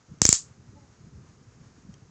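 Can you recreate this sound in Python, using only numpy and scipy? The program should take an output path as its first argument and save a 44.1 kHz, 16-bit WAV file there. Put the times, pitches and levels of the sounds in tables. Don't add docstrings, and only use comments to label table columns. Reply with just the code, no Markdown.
import sys
import numpy as np
from scipy import signal
from scipy.fft import rfft, irfft
from scipy.io import wavfile

SR = 44100
rng = np.random.default_rng(int(sys.argv[2]) if len(sys.argv) > 2 else 0)


def output_pcm(signal):
    pcm = np.clip(np.atleast_2d(signal).T, -1, 1) * 32767
    wavfile.write(sys.argv[1], SR, np.round(pcm).astype(np.int16))


def gain_from_decibels(decibels):
    exponent = np.asarray(decibels, float) / 20
    return 10 ** exponent


N = 92610

# t/s, level/dB, port ring f/Hz, first and second diaphragm lurch [signed pressure]
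SPARKS = [
    (.2174, -3, 7190, 0.21, -0.17),
    (.2526, -4.5, 6457, -0.29, -0.066),
    (.2899, -2, 7296, 0.2, -0.15),
    (.3273, -2, 7343, -0.12, -0.015),
]
# f/Hz, level/dB per Hz
TAIL_SPECTRUM = [(290, -72), (500, -37.5), (1250, -23), (2090, -25), (3580, -19.5), (3890, -15.5),
                 (7270, -3), (8810, -12.5), (11500, -52), (19400, -120)]
EDGE_S = 0.00013


def rms_one(x):
    return x / np.sqrt(np.mean(x ** 2) + 1e-20)


def at_hz(points, hz):
    table_hz, value = np.transpose(points)[:2]
    return np.interp(np.log(hz), np.log(table_hz), value)


def since(s):
    return np.arange(N) / SR - s


def gate(t, length_s, edge_s):
    return 0.5 * (np.tanh(t / edge_s) - np.tanh((t - length_s) / edge_s))


def bell(t, width_s):
    return np.exp(-0.5 * (t / width_s) ** 2)


def mode(t, hz, db, t60):
    decay = gain_from_decibels(db - 60 * np.abs(t) / t60)
    return (t > 0) * decay * np.sin(2 * np.pi * hz * t)


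def coloured(spectrum):
    hz = np.arange(N // 2 + 1) * SR / N + 1
    white = rfft(rng.standard_normal(N))
    return rms_one(irfft(white * gain_from_decibels(at_hz(spectrum, hz)), N))


def drift(rate_hz):
    pole = np.exp(-2 * np.pi * rate_hz / SR)
    settled = signal.lfilter([1], [1, -2 * pole, pole * pole], rng.standard_normal(N + SR))[SR:]
    return rms_one(settled)


def microphone_hiss():
    # f/Hz, level/dB per Hz
    hiss_spectrum = [(240, -31.5), (400, -4), (498, -8), (553, -10.5), (1110, -10.5), (1200, -9),
                     (3380, -21.5), (6800, -14), (8810, -32), (11500, -69), (19400, -120)]
    return gain_from_decibels(-63.5 + 0.87 * drift(8)) * coloured(hiss_spectrum)


def draught():
    # t/s, level/dB
    air_start = [
        (0.001, -66.5),
        (.07, -67.5),
        (.12, -43.5),
        (.2, -58.5),
    ]
    # t/s, level/dB
    air_later = [(0.4, -58), (0.692, -53.5), (0.83, -55), (0.958, -61), (1.08, -52), (1.19, -51.5),
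                 (1.312, -58), (1.564, -53.5), (1.716, -55.5), (1.858, -55), (2.1, -55.5)]
    # f/Hz, level/dB per Hz
    rumble_spectrum = [(15, -45), (25, -21.5), (79, -3.5), (118, 0), (204, -5), (419, -18.5), (600, -30.5),
                       (780, -52), (1320, -120)]
    # t/s, level/dB, f/Hz
    early_puffs = [
        (0.114, -35, 167),
    ]
    # t/s, level/dB, f/Hz
    later_puffs = [(0.504, -56, 72.6), (0.505, -39.5, 135), (0.64, -53, 110), (0.682, -55, 72.6),
                   (0.682, -38.5, 117.8), (0.829, -45.5, 88.8), (0.89, -51, 83.1), (1.001, -44.5, 139.8),
                   (1.068, -41.5, 166.4), (1.161, -37.5, 78.1), (1.286, -37, 128.4), (1.475, -42.5, 113),
                   (1.524, -55, 132.2), (1.603, -39, 153), (1.666, -47, 104.6), (1.778, -50, 72.5),
                   (1.778, -44, 237), (1.889, -44, 72.8), (1.889, -33, 183), (2.019, -43, 145)]
    width_cycles, puff_db, lead_s, sag = 1.02, -4, 0.00815, 0.2

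    s, db = np.transpose(list(air_start) + list(air_later))
    out = gain_from_decibels(np.interp(since(0), s, db) + 2.5 * drift(25)) * coloured(rumble_spectrum)
    for s, db, hz in list(early_puffs) + list(later_puffs):
        t = since(s + lead_s)
        cycles = hz * t * (1 - sag * np.tanh(t * hz / 2))
        swing = np.sin(2 * np.pi * cycles + rng.uniform(0, 2 * np.pi))
        out += gain_from_decibels(db + puff_db) * bell(t, width_cycles / hz) * swing
    return out


def grip_creaks():
    # t/s, length/s, f/Hz, level/dB
    creaks = [
        (0.779, 0.025, 288.4, -56.5),
        (.835, 0.043, 277, -64.5),
    ]
    # multiple of f, level/dB
    harmonics = [(1, 0.5), (2, -2.5), (3, 0.1)]
    out = np.zeros(N)
    for s, length, hz, db in creaks:
        t = since(s)
        for k, tone_db in harmonics:
            out += gain_from_decibels(db + tone_db) * bell(t, length / 2) * np.sin(2 * np.pi * k * hz * t + k)
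    return out


def switch_ticks():
    # t/s, level/dB
    ticks = [
        (.186, -59.5),
        (1.9407, -49),
    ]
    # f/Hz, level/dB, t60/s
    switch_modes = [(3210, -3.5, .02), (4400, -11, .012), (5684, -0.5, .015), (6300, 1, 0.014),
                    (7600, -5, 0.0077)]
    return sum(mode(since(s), hz, db + mode_db, t60)
               for s, db in ticks for hz, mode_db, t60 in switch_modes)


def room_answer():
    # f/Hz, t60/s
    room_t60 = [(600, .15), (2000, .17), (5000, .18), (7500, .19)]
    wall_s, build_s = 0.0043, 0.008
    t, noise, out = np.maximum(since(wall_s), 0), coloured(TAIL_SPECTRUM), np.zeros(N)
    edges = 350 * 2 ** np.arange(0, 5.1, 0.5)
    for low, high in zip(edges, edges[1:]):
        band_filter = signal.butter(2, [low, high], "band", fs=SR, output="sos")
        t60 = at_hz(room_t60, np.sqrt(low * high))
        out += signal.sosfiltfilt(band_filter, noise) * gain_from_decibels(-60 * t / t60)
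    return out * (1 - np.exp(-t / build_s))


def room():
    # t/s, level/dB, length/s
    slaps = [
        (.2641, -20, .0008),
        (.2653, -9.5, .0008),
        (.2665, -17.5, .001),
    ]
    tail_db, same_path = -17, 0.7
    out, common = np.zeros(N), room_answer()
    for s, db, *_ in SPARKS:
        start = int(s * SR)
        answer = np.sqrt(same_path) * common + np.sqrt(1 - same_path) * room_answer()
        out[start:] += gain_from_decibels(db + tail_db) * answer[:N - start]
    echo_noise = coloured(TAIL_SPECTRUM)
    for s, db, length in slaps:
        out += gain_from_decibels(db - 1) * gate(since(s - length / 2), length, 2 * EDGE_S) * echo_noise
    return out


def diaphragm_lurches():
    lurch_s, lead_s, rebound_s, low_cut_hz = 0.0015, 0.0016, 0.003, 60
    push = np.zeros(N)
    for s, _, _, first, second in SPARKS:
        push += first * bell(since(s + lurch_s / 2), lurch_s / 3)
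        push += second * gate(since(s + lead_s), rebound_s, lurch_s / 3)
    return signal.sosfilt(signal.butter(3, low_cut_hz, "high", fs=SR, output="sos"), push)


def spark_cracks():
    # delay/s, length/s, level/dB
    bounces = [
        (0.00001, .0015, -0.67),
        (.0019, .0008, -24),
        (.0029, .0009, -10.5),
    ]
    # f/Hz, level/dB per Hz
    crackle_spectrum = [(350, -40.5), (600, -5.5), (1330, -12), (3920, -12.5), (5680, 0.5), (7120, 2),
                        (8810, -30.5), (11500, -46.5), (19400, -120)]
    # f/Hz, level/dB, t60/s
    housing_modes = [(1400, -23.5, .012), (2306, -14.5, 0.0093), (3500, -20.5, .012), (5400, -14, 0.014)]
    out = np.zeros(N)
    wobble = 0.44 * drift(900)
    crackle = gain_from_decibels(-6.5) * coloured(crackle_spectrum)
    for k, (s, db, ring_hz, _, _) in enumerate(SPARKS):
        t = since(s)
        shape = sum(gain_from_decibels(bounce_db) * gate(t - lag, length, EDGE_S) for lag, length, bounce_db in bounces)
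        out += gain_from_decibels(db) * shape * (np.sin(2 * np.pi * ring_hz * t + wobble) + crackle)
        for hz, mode_db, t60 in housing_modes:
            extra_db = 7 if k == 1 and hz > 4500 else 0
            out += mode(t, hz, db + mode_db + extra_db, t60)
    return out


def scene():
    background = microphone_hiss() + draught() + grip_creaks() + switch_ticks()
    sparks = room() + diaphragm_lurches() + spark_cracks()
    return (background + sparks)[None]


def band_limit(x):
    return signal.sosfilt(signal.butter(12, 8960, fs=SR, output="sos"), x)


def record(dry):
    # t/s, level/dB
    overs = [
        (0.2169, -33.5),
        (0.2518, -49),
        (0.2892, -36.5),
        (0.3262, -53),
    ]
    cutoff_hz, shelf_hz, dither_db = 8787, 16000, -82.5
    narrow = signal.cheby2(10, 45, 1.0646 * cutoff_hz, fs=SR, output="sos")
    x = signal.sosfiltfilt(narrow, dry)
    converter = gain_from_decibels(dither_db - 19.5) * rng.standard_normal(N)
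    for s, db in overs:
        converter[int((s + 0.0008) * SR)] += gain_from_decibels(db + 9)
    shelf = signal.butter(8, shelf_hz, fs=SR, output="sos")
    mix = np.clip(x, -1, 1) + signal.sosfiltfilt(shelf, converter)
    return band_limit(mix)


dry = scene()
out = record(dry)
output_pcm(out)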